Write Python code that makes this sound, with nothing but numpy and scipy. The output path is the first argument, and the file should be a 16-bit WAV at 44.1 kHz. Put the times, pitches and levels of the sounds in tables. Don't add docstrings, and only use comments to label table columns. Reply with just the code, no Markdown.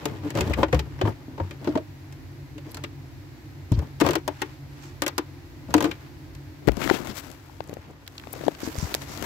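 import sys
import numpy as np
from scipy import signal
from scipy.fft import rfft, irfft
from scipy.io import wavfile
from scipy.ndimage import uniform_filter1d

SR = 44100
rng = np.random.default_rng(int(sys.argv[2]) if len(sys.argv) > 2 else 0)


def wav_out(sig):
    wavfile.write(sys.argv[1], SR, np.round(np.clip(np.atleast_2d(sig).T, -1, 1) * 32767).astype(np.int16))


def undo_db(level):
    steps = np.asarray(level, float) / 20
    return 10 ** steps


N = 407925
TIME = np.arange(N) / SR


def unit(x):
    return x / np.sqrt(np.mean(x ** 2))


def colour(x, table):
    hz, db = np.transpose(table)
    bin_hz = np.arange(2049) * SR / 4096
    log_gain = np.interp(np.log(bin_hz + 1), np.log(hz), db) * np.log(10) / 20
    cepstrum = irfft(log_gain)
    cepstrum[1:2048] *= 2
    cepstrum[2049:] = 0
    response = irfft(np.exp(rfft(cepstrum)))[:2048]
    response = response / np.linalg.norm(response)
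    return signal.oaconvolve(np.atleast_2d(x), response[None], axes=1)[:, :N]


def lean(x, table):
    hz, db = np.transpose(table)
    click = np.eye(1, 2048)[0]
    out = []
    for channel, share in zip(x, (0.5, -0.5)):
        response = colour(click, np.transpose([hz, db * share]))[0]
        response = response / abs(response.sum()) * undo_db(db[0] * share)
        out.append(signal.oaconvolve(channel, response)[:N])
    return np.array(out)


def band(x, lo_hz, hi_hz):
    return signal.sosfilt(signal.butter(2, [lo_hz, min(hi_hz, .45 * SR)], "band", fs=SR, output="sos"), x)


def lowpass(x, hz):
    return signal.sosfilt(signal.butter(1, hz, fs=SR, output="sos"), x)


def pair(alike):
    mid, side = rng.standard_normal((2, N))
    alike = np.clip(alike, 0, 1)
    return np.sqrt((1 + alike) / 2) * mid + np.sqrt((1 - alike) / 2) * side * np.array([[1], [-1]])


def walk(rate_hz):
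    hold = int(SR / rate_hz)
    steps = np.repeat(rng.standard_normal(N // hold + 1), hold)
    return uniform_filter1d(steps, hold)[:N] * 1.97


def sides(pan_db):
    gains = undo_db(np.array([pan_db / 2, -pan_db / 2]))
    return 2 * gains / gains.sum(axis=0)


def add(track, s, sound, db, pan_db):
    i = int(s * SR)
    sound = np.atleast_2d(sound)[:, :N - i]
    gain = undo_db(db) * sides(pan_db)[:, None]
    track[:, i:i + sound.shape[1]] += sound / np.abs(sound).max() * gain


def fade(t60_s, rise_s):
    t60_s = max(t60_s, .004)
    t = np.arange(int(SR * t60_s)) / SR
    return t, (1 - np.exp(-t / rise_s)) * np.exp(-np.log(1000) * t / t60_s)


def ring(hz, db, t60_s, rise_s, chance):
    t, env = fade(t60_s, rise_s)
    mode_hz = hz * (1 + 0.044 * chance[0])
    skew = np.array([[.5], [-.5]]) * chance[2] * np.clip(hz / 900, 0, 2)
    waves = np.sin(2 * np.pi * mode_hz[:, None] * t + skew[:, :, None])
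    waves = waves * env ** (hz[:, None] / hz[0]) ** 0.14
    return np.einsum("cmt,m->ct", waves, undo_db(db + 5.2 * chance[1]))


def bursts(rows, pans_db, spectrum, t60_mid_s, t60_top_s, ping_db, alike, below, snap_db):
    wide, top, ping = np.zeros((3, 2, N))
    chance = rng.standard_normal((len(rows), 3, 4))
    noise = pair(alike)
    snap = fade(0.007, 0.0001)[1]
    top_env = fade(t60_top_s, 0.000094)[1]
    env = fade(t60_mid_s, 0.0022)[1]
    ping_ratio = np.array([1.014, 1.0, 3.3, 3.0])
    ping_mode_db = np.array([12.5, -8.0, -7.0, -8.0])
    for (s, db, top_db, hz, *_), pan_db, c in zip(rows, pans_db, chance):
        add(wide, s, env, db + 0.29 * (top_db + 7.5) - 4 * np.log2(hz / 1000), pan_db)
        add(top, s, top_env, db + top_db, pan_db)
        add(wide, s, snap, db + 0.3 * top_db + snap_db, pan_db)
        add(top, s, snap, db + top_db + snap_db - 5.5, pan_db)
        part_db = db + 2 * max(top_db, 0) + ping_db
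        piece = env * noise[:, int(s * SR):][:, :len(env)]
        add(ping, s, band(piece, hz / below, hz * 1.48), part_db + 2.5, pan_db)
        modes = ring(hz * ping_ratio, ping_mode_db, 0.87 * t60_mid_s, 0.000098, c)
        add(ping, s, modes, part_db - 2.5, pan_db)
    wide = band(wide * pair(alike), 1190, 4800) * undo_db(-5.5)
    top = band(top * pair(alike), 3900, 23600) * undo_db(8.0)
    return colour(wide + top, spectrum) + ping


# (time [s], crack peak [dB], treble rel [dB], face ring rel [dB], rib ring rel [dB])
CLIPS = [(0.055, -24, -1.5, 4, 0), (0.352, -27, -10, 5, 5), (0.373, -24, -11, -2, 1),
         (.386, -26.5, -20, -1, 2.5), (.476, -35, -9, 4, -4), (0.497, -35, -8, 10, -6),
         (0.5842, -29, -27, 7, 7), (0.6308, -9.5, -30, -5.5, -5), (0.7448, -20.5, -16.5, -11, -6),
         (1.0129, -16.5, -21.5, -2.5, -1), (1.052, -25.5, -40, 5, 3), (1.074, -18, -74, -9, -18),
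         (1.379, -33.5, -29, 0, 4), (1.3995, -21, -67, -4.5, -2), (1.6448, -34, -12, 0, 0),
         (1.673, -24, -23, 10, 1.5), (1.7538, -22.5, -24, 6.5, 0), (1.7739, -25.5, -21, -1.5, 6)]
RATTLES = [(3.7191, -32, -5.5, 10, 2.5), (3.7902, -34, -9, -1, -1), (4.001, -24.5, -4.5, -12, -4),
           (4.008, -21.5, -7, -13, -7), (4.0125, -17, -11.5, 4, -4), (4.0471, -26.5, -20, 5.5, 9),
           (4.074, -26, -14, -2, -3), (4.0636, -16, -11.5, -4, -4), (4.0875, -18.5, -12, 2, 1),
           (4.108, -23, -6, -4, -17), (4.133, -21.5, -13, -19, -7), (4.154, -15.5, -9, -7, -4.5),
           (4.2778, -20.5, -8, -3, 3), (5.036, -35, -5, -6, 4), (5.02, -18, -3.5, -3.5, -6.5),
           (5.0791, -25, 0, -18, 0), (5.1802, -18.5, -4.5, -4, -14), (5.7402, -12.5, -7, -12, -5),
           (5.7794, -20, -13.5, -9, -17), (5.806, -20.5, -9, -7, 0), (5.8248, -23, -5.5, 3, -1),
           (5.8422, -19, -13, 0.5, -8), (5.853, -25, -18, -3, -3)]
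# (time [s], crack peak [dB], treble rel [dB], ping [Hz], face ring rel [dB])
LOOSE_PARTS = [(0.304, -28.5, -9.5, 2340, -5.5), (0.7275, -14, -25, 1883, -13), (0.408, -18, -8, 2500, -2),
               (0.536, -19, -18, 2400, -24), (0.7921, -23, -13, 2690, -6.5), (0.683, -37, -15, 1990, 5),
               (0.989, -36.5, -28, 1690, -6), (1.122, -42, -25, 2000, -17), (2.125, -47.5, 1, 2440, 0),
               (4.182, -44, -12, 5500, -20), (5.125, -42, -25, 1300, -10), (1.509, -31, -16, 2450, -8),
               (2.58, -35, -15, 2600, -6), (2.7449, -30, -6, 4600, -10), (5.7645, -34, -5, 6500, -15),
               (5.706, -36, -10, 1100, -10), (0.7925, -27, -20, 3900, -20), (2.77, -32, -8.5, 1320, -8),
               (2.838, -25, -13, 2600, -5.5), (4.418, -15, -14, 1900, -8), (5.0637, -18, -8, 2020, -6),
               (5.9129, -21.5, -19, 2310, -14), (6.35, -43.5, -3.5, 2430, -22)]
# (frequency [Hz], density [dB per Hz])
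CRACK_SPECTRUM = [(530, -10.5), (950, -4.5), (1500, -10.5), (4500, -18.5), (8000, -21), (16000, -30.5)]
# (frequency [Hz], level [dB])
FACE_MODES = [(305, -2), (340, -2), (375, -5), (425, -6.5)]
# (frequency [Hz], level [dB])
RIB_MODES = [(530, 3.5), (590, 2), (725, -2.5), (840, -7.5), (915, -0.5), (1040, -8)]
# (time [s], left minus right [dB])
PANEL_PAN = [
    (0.4, 4),
    (1.05, 3.5),
    (1.75, 1.5),
    (2.8, 3),
    (3.75, 3),
    (4.0, 7),
    (5.1, 5),
    (5.8, 6.5),
]


def snaps():
    hits = CLIPS + RATTLES
    pings_hz = 968 * (1 + 0.063 * rng.standard_normal(len(hits)))
    rows = []
    for (s, db, top_db, face_db, rib_db), hz in zip(hits, pings_hz):
        rows.append((s, db, top_db, hz, face_db, rib_db))
    for row in LOOSE_PARTS:
        rows.append((*row, row[-1] - 1))
    pans_db = np.interp(np.transpose(rows)[0], *np.transpose(PANEL_PAN))
    pans_db = pans_db + 0.47 * rng.standard_normal(len(rows))
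    out = bursts(rows, pans_db, CRACK_SPECTRUM, t60_mid_s=0.044, t60_top_s=0.028, ping_db=-4.5,
                 alike=0.032, below=2.2, snap_db=-2.5)
    ribs = len(RIB_MODES)
    chance = rng.standard_normal((len(rows), 3, ribs + len(FACE_MODES)))
    for (s, crack_db, *_, face_db, rib_db), pan_db, c in zip(rows, pans_db, chance):
        face = ring(*np.transpose(FACE_MODES), 0.12, 0.0019, c[:, ribs:])
        add(out, s, face, crack_db + face_db, pan_db)
        rib = ring(*np.transpose(RIB_MODES), 0.051, 0.0029, c[:, :ribs])
        add(out, s, rib, crack_db + rib_db, pan_db)
    return out


# (time [s], peak [dB], pitch [Hz], t60 [s])
BLOWS = [(0.355, -25, 101, 0.36), (0.409, -22.5, 83.6, 0.35), (0.489, -22, 66.2, 1),
         (0.6307, -11, 1028, 0.049), (0.6309, -14, 530, 0.043), (0.733, -10.5, 498, 0.074),
         (0.729, -17, 125.4, 0.23), (0.743, -13.5, 68.6, 0.33), (1.036, -14.5, 103, 0.22),
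         (1.282, -31, 276, 0.053), (1.409, -22, 96, 0.27), (1.691, -17.5, 290, 0.13),
         (1.758, -13, 297, 0.069), (3.717, -8.5, 112.5, 0.12), (3.737, -15, 62.5, 0.18),
         (3.777, -11.5, 80.3, 0.13), (4.0167, -8, 322, 0.06), (4.42, -25.5, 800, 0.048),
         (5.194, -23.5, 333, 0.064), (5.741, -10.5, 960, 0.028), (5.75, -7, 314, 0.15),
         (5.843, -18, 323, 0.16)]
# (time [s], peak [dB], pitch [Hz], t60 [s], left minus right [dB])
BUMPS = [
    (6.674, -13, 152, 0.071, 39),
    (6.689, -15.5, 60, 0.13, 33),
    (6.911, -8, 358, 0.028, 37),
    (8.632, -22, 310, 0.023, 32),
    (8.675, -21.5, 296, 0.046, 22),
    (8.781, -19.5, 78.5, 0.049, 8),
    (8.826, -20, 159, 0.055, 15),
    (9.237, -29, 338, 0.038, 25),
]


def knocks():
    rows = [(*row, np.interp(row[0], *np.transpose(PANEL_PAN))) for row in BLOWS] + BUMPS
    out = np.zeros((2, N))
    chance = rng.standard_normal((len(rows), 3, 3))
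    for (s, db, hz, t60_s, pan_db), c in zip(rows, chance):
        modes = ring(hz * np.array([1, 1.4, 2.2]), np.array([0, -11, -15]), t60_s, 0.18 / hz, 0.5 * c)
        add(out, s, modes, db, pan_db)
    return out


# (middle [s], peak [dB], pitch [Hz], length [s], left minus right [dB])
PUSHES = [(0.263, -24, 295, .07, 2), (.515, -21.5, 93.6, .06, 6), (1.769, -19, 306, .04, -3),
          (2.571, -33.5, 294, 0.041, 2), (2.565, -39, 140, 0.039, 5), (2.672, -36, 302, .03, 1),
          (4.171, -20, 323, .035, 8), (4.038, -20, 300, .03, 8), (4.104, -25, 340, .03, 8),
          (5.795, -24, 330, .04, 8), (5.888, -27, 330, .04, 7), (.592, -28, 520, .05, 4),
          (8.489, -24, 330, .014, 30), (6.961, -29, 400, .012, 27), (8.471, -23.5, 288, .022, 30),
          (8.651, -33, 256, .025, 11), (8.69, -26.5, 300, .025, 10), (8.842, -24, 84, .04, 10),
          (8.363, -34.5, 490, .012, 17)]


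def pushes():
    out = np.zeros((2, N))
    for (s, db, hz, length_s, pan_db), c in zip(PUSHES, rng.standard_normal((len(PUSHES), 2))):
        t = np.arange(int(length_s * SR)) / SR
        tone = np.sin(2 * np.pi * hz * t + c[0])
        tone = tone + 0.31 * np.sin(2 * np.pi * 1.45 * hz * t + c[1])
        add(out, s - length_s / 2, tone * np.sin(np.pi * t / length_s), db, pan_db)
    return out


def friction(spectrum, body, grain_db, patchy_db):
    grains = pair(0.023) * undo_db(grain_db * walk(400) + patchy_db * walk(40))
    shake = pair(.8) * undo_db(2.5 * walk(60))
    return unit(colour(grains, spectrum)), unit(colour(shake, body))


def strokes(rows, pans_db, hiss, rumble, touch):
    power = np.zeros((3, 2, N))
    for (s, length_s, db, firm_db, *_), pan_db in zip(rows, pans_db):
        near = slice(max(int((s - length_s / 2) * SR), 0), int((s + length_s / 2) * SR))
        arch = np.clip(np.cos(np.pi * (TIME[near] - s) / length_s), 0, 1) ** 1.55
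        shares = undo_db(db + np.array([0, -touch * firm_db, firm_db]))
        power[:, :, near] += (shares[:, None, None] * sides(pan_db)[:, None] * arch) ** 2
    dull = lowpass(hiss, 3500)
    edge = undo_db(-4.5) * (hiss - dull)
    return np.sum(np.sqrt(power) * [dull, edge, rumble], axis=0)


# (middle [s], length [s], rustle or hiss [dB],
# body rumble rel [dB])
DRAG_STROKES = [(0.07, 0.42, -44, -1.5), (0.27, 0.15, -44.5, -1), (0.395, 0.13, -33.5, 0),
                (0.49, 0.15, -39, 1.5), (0.595, 0.13, -38, 4), (0.76, 0.12, -42, 6),
                (0.93, 0.86, -53.5, -2), (1.08, 0.12, -43, 3.5), (1.42, 0.55, -54.5, -2),
                (1.7, 0.27, -49.5, 3), (2.69, 0.13, -52, -1.5), (2.81, 0.19, -55, 0), (4.09, 0.2, -37, -2),
                (4.045, .06, -36, 1.5), (2.765, 0.039, -52, -2.5), (4.43, 0.35, -50, -16),
                (4.85, 0.4, -55, -27), (3.81, 0.27, -51.5, -0.5), (5.765, 0.033, -39.5, 3),
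                (5.853, 0.054, -37, -6), (5.81, 0.31, -42, 1), (5.95, 0.49, -54.5, -8),
                (7.72, 0.33, -54.5, 0), (7.9, 0.7, -56, -2)]
# (frequency [Hz], density [dB per Hz])
RUSTLE_SPECTRUM = [(410, -43), (800, 2), (2600, -4), (8000, -16.5), (16000, -25)]


def drag():
    body = [(40, -20.0), (90, 9.5), (180, 3.5), (310, 0.5), (550, -4.0), (1100, -13.0), (2000, -39.5)]
    hiss, rumble = friction(RUSTLE_SPECTRUM, body, grain_db=1.55, patchy_db=1.4)
    return strokes(DRAG_STROKES, np.full(len(DRAG_STROKES), 2.5), hiss, undo_db(8.5) * rumble, touch=0.3)


# (middle [s], length [s], level [dB], centre [Hz], left minus right [dB])
SCUFFS = [(4.853, 0.13, -55, 6000, -8), (6.947, .07, -41, 2980, 26), (7.104, .05, -48, 4000, 14),
          (2.702, .06, -57, 5500, 2.5), (2.716, .014, -47, 10000, 4), (2.717, .012, -53, 4500, 1),
          (2.845, 0.016, -39, 2400, 5), (2.772, .008, -51, 6700, 4), (5.09, .03, -44, 3500, 5),
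          (1.094, .012, -52, 5300, 3), (5.916, 0.014, -40, 2900, 7), (0.539, 0.022, -33.5, 2200, 6),
          (1.69, .03, -51.5, 4500, 0), (3.742, 0.042, -50, 4030, -1), (7.498, 0.0072, -49, 900, 7),
          (7.606, 0.0045, -49, 4000, 13), (7.676, .004, -54, 8000, 12), (7.688, .004, -55, 6000, 12),
          (7.712, .006, -55, 1500, 12), (7.91, .004, -59, 7050, 12), (8.067, 0.004, -53, 4500, -4),
          (8.331, 0.0071, -37, 11500, 20), (6.836, 0.059, -33.5, 2190, 37), (8.362, .12, -54, 5500, -5),
          (8.464, 0.049, -50, 5200, -2), (8.647, .06, -42.5, 5500, -12), (8.823, 0.15, -42, 5840, -11),
          (8.995, .25, -53, 5500, -2), (9.124, .1, -48, 5500, -5)]


def scuffs():
    width = 1.3
    out = np.zeros((2, N))
    grains = pair(.1) * undo_db(2.1 * walk(500))
    for s, length_s, db, hz, pan_db in SCUFFS:
        t = np.arange(int(length_s * SR)) / SR
        piece = grains[:, int((s - length_s / 2) * SR):][:, :len(t)]
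        scuff = band(piece, hz / width, hz * width) * np.sin(np.pi * t / length_s)
        add(out, s - length_s / 2, scuff, db + 12.5, pan_db)
    return out


# (frequency [Hz], density [dB per Hz])
SKIN_SPECTRUM = [(290, -21), (600, -2), (1600, -6), (3300, -12.5), (7000, -15.5), (16000, -21)]
# (middle [s], length [s], hiss [dB], rumble rel [dB], left minus right [dB])
RUB_STROKES = [(6.737, 0.29, -49.5, 6, 30), (6.841, 0.13, -33.5, -2.5, 40), (6.936, 0.14, -34.5, -1, 34),
               (6.914, 0.41, -37.5, 0, 31), (7.091, 0.15, -39.5, -3.5, 12), (7.178, 0.084, -43, -18, 25),
               (7.253, 0.28, -47.5, -5, 27), (7.44, 1, -56.5, -5, 13), (8.317, 0.8, -52, -6, 5),
               (8.436, 0.36, -44, -1, 8), (8.645, 0.17, -41, -6, 2), (8.73, 0.42, -43.5, -9, -4),
               (8.882, 0.31, -39.5, -6, 7), (9.027, 0.067, -42, -6, 15), (9.165, 0.34, -43, -6.5, 14),
               (9.25, 0.13, -35, -1.5, 18)]


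def rub():
    body = [(40, 3.5), (90, 3.0), (300, 7), (600, -5.0), (1200, -15.0), (2000, -42)]
    hiss, rumble = friction(SKIN_SPECTRUM, body, grain_db=1.4, patchy_db=0.2)
    return strokes(RUB_STROKES, np.transpose(RUB_STROKES)[-1], hiss, undo_db(3.5) * rumble, touch=0.8)


# (time [s], tick peak [dB], treble rel [dB], pop rel [dB], pop [Hz])
THUMB = [(6.673, -28, -10, 4, 300), (6.9125, -26, -25, 10, 700), (8.467, -36, -25, 12, 650),
         (6.6778, -16, -19, 10, 292), (6.6854, -16, -17, 6.5, 587), (6.6918, -20, -34, 10.5, 347),
         (6.7185, -37, -0.5, -5, 446), (6.769, -30, -9, 0.5, 453), (6.8753, -20, -15, -7, 497),
         (6.8984, -8, -31, -7, 690), (7.6053, -28.5, -25, 9, 577), (7.6945, -42, -5, 11, 443),
         (7.729, -44.5, -22, 18.5, 382), (7.7687, -38.5, -33, 11, 474), (8.271, -31, -24, 2, 604),
         (8.337, -32, -27, 4, 527), (8.409, -47.5, -15, 20.5, 398), (8.437, -38.5, -15, 15, 450),
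         (8.4815, -25.5, -15, 20.5, 512), (8.755, -43.5, -15, 16.5, 500), (8.9486, -44.5, 0, 26.5, 506),
         (6.8186, -21, -24, -4, 500), (6.8925, -18, -25, -7, 604), (8.802, -39, -12, 5, 500),
         (9.2249, -34.5, 3, 10, 450)]
# (time [s], tick peak [dB], treble rel [dB], ping [Hz], left minus right [dB])
CREAKS = [(7.3151, -41, -1, 6000, 17), (6.735, -40, -29, 12500, 14), (7.0546, -36, -15, 1200, -1),
          (7.3023, -44, -1, 3000, 12), (8.123, -50, -10, 6000, 5), (8.45, -32, -16, 5000, 4),
          (8.746, -32, -29, 4600, -6), (8.901, -40, -25, 1500, 3), (8.917, -30, -15, 2500, 3),
          (8.9488, -21, 0, 4500, 7), (9.003, -42, -20, 12000, 3), (7.64, -43, -7, 9050, 12),
          (7.7391, -43, -0.5, 7200, 19), (8.0642, -42, -19, 3440, -4), (8.077, -26.5, -9, 3600, 2),
          (8.18, -23, -24, 3700, 3), (8.1975, -28, -23, 2370, -6), (8.237, -31.5, -41, 1500, 0),
          (8.331, -27, -37, 11300, 22), (8.549, -28, -30, 2630, 6), (8.6035, -46, 6, 4600, -9),
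          (8.786, -24.5, -10, 7400, -14), (8.9417, -17, -2.5, 2490, -12), (9.019, -27, -25, 4420, -9),
          (9.175, -41, 5.5, 4200, 15)]


def taps():
    thumb_ping_hz, thumb_pan_db, pop_cycles = 1310, 53, 0.42
    rows = [(s, db, top_db, thumb_ping_hz, thumb_pan_db) for s, db, top_db, *_ in THUMB] + CREAKS
    out = bursts(rows, np.transpose(rows)[-1], SKIN_SPECTRUM, t60_mid_s=0.01, t60_top_s=0.0033,
                 ping_db=-6.0, alike=0.059, below=1.7, snap_db=-3.0)
    for s, tick_db, _, pop_db, hz in THUMB:
        cycles = np.arange(int(3 * SR / hz)) * hz / SR - 1
        window = np.exp(-(cycles / pop_cycles) ** 2)
        swing = np.cos(2 * np.pi * cycles)
        pop = (np.average(swing, weights=window) - swing) * window
        add(out, s - 0.398 / hz, pop, tick_db + pop_db, thumb_pan_db)
    return out


def boot(x, t60_s, top_hz):
    tail = rng.standard_normal((2, int(SR * t60_s))) * fade(t60_s, 0.0029)[1]
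    tail = band(tail, 130, top_hz)
    return signal.oaconvolve(x, tail / np.linalg.norm(tail[0]), axes=1)[:, :N]


# (frequency [Hz], density [dB per Hz])
HUM_SPECTRUM = [(18, -48), (60, -1), (140, -18.5), (185, -29.5), (290, -7.5), (420, -22.5), (1000, -24),
                (1150, -28.5), (2000, -26), (3200, -34), (4400, -32.5), (8000, -41.5), (16000, -42)]
# (frequency [Hz], left minus right [dB])
HUM_LEAN = [(60, 1.5), (500, -3), (1800, 1), (5000, 0)]
# (frequency [Hz], width [Hz], level [dB])
BOOT_AIR = [(94.6, 15, -46), (137.3, 11.7, -45), (268, 23, -56), (306, 22.3, -53.5), (340.5, 22.7, -56.5)]
# (time [s], broad level [dB], boot mode level [dB])
HUM = [
    (0, -48.5, 0.5),
    (4.3, -47.5, -0.5),
    (6.6, -47.5, -2),
    (7.3, -49, -6.5),
    (7.95, -53.5, -9),
    (9.25, -41.5, -1),
]


def shop():
    hum_s, *levels = np.transpose(HUM)
    broad_db, mode_db = [np.interp(TIME, hum_s, level) for level in levels]
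    common, apart = pair(1.0), pair(0)
    air = colour(lowpass(common - apart, 450) + apart, HUM_SPECTRUM)
    left = colour(air[0], [(f, db * .5) for f, db in HUM_LEAN])[0]
    right = colour(air[1], [(f, db * -.5) for f, db in HUM_LEAN])[0]
    stir = pair(0.91)
    sway_db = .8 * walk(6)
    modes = sum(undo_db(db + sway_db) * unit(band(stir, f - w / 2, f + w / 2)) for f, w, db in BOOT_AIR)
    broad = undo_db(broad_db + 0.12 * walk(1.64)) * unit(np.array([left, right]))
    return broad + undo_db(mode_db) * modes


# (frequency [Hz], left minus right [dB])
PANEL_LEAN = [(250, 0.5), (800, 2), (2500, -0.2), (6000, -7.5), (12000, -1.5)]


def scene():
    panel = lean(snaps() + drag(), PANEL_LEAN)
    panel = panel + undo_db(-19.0) * boot(panel, t60_s=0.12, top_hz=2940)
    return panel + knocks() + pushes() + taps() + rub() + scuffs() + shop()


def band_limit(x):
    return signal.sosfilt(signal.butter(12, 16800, fs=SR, output="sos"), x)


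# (frequency [Hz], level [dB])
MIC_PORT = [(7900, 1.5), (8700, -5), (10100, -4.5), (11000, 2.5), (12900, 0.5), (14250, 5.5), (14900, -1.5),
            (15600, 0.5), (16300, -22), (17200, -48)]


def record(dry):
    x = colour(dry, MIC_PORT) * undo_db(-1.5)
    x = signal.sosfilt(signal.butter(2, 45, "high", fs=SR, output="sos"), x)
    mix = np.clip(x, -1, 1)
    return band_limit(mix)


dry = scene()
out = record(dry)
wav_out(out)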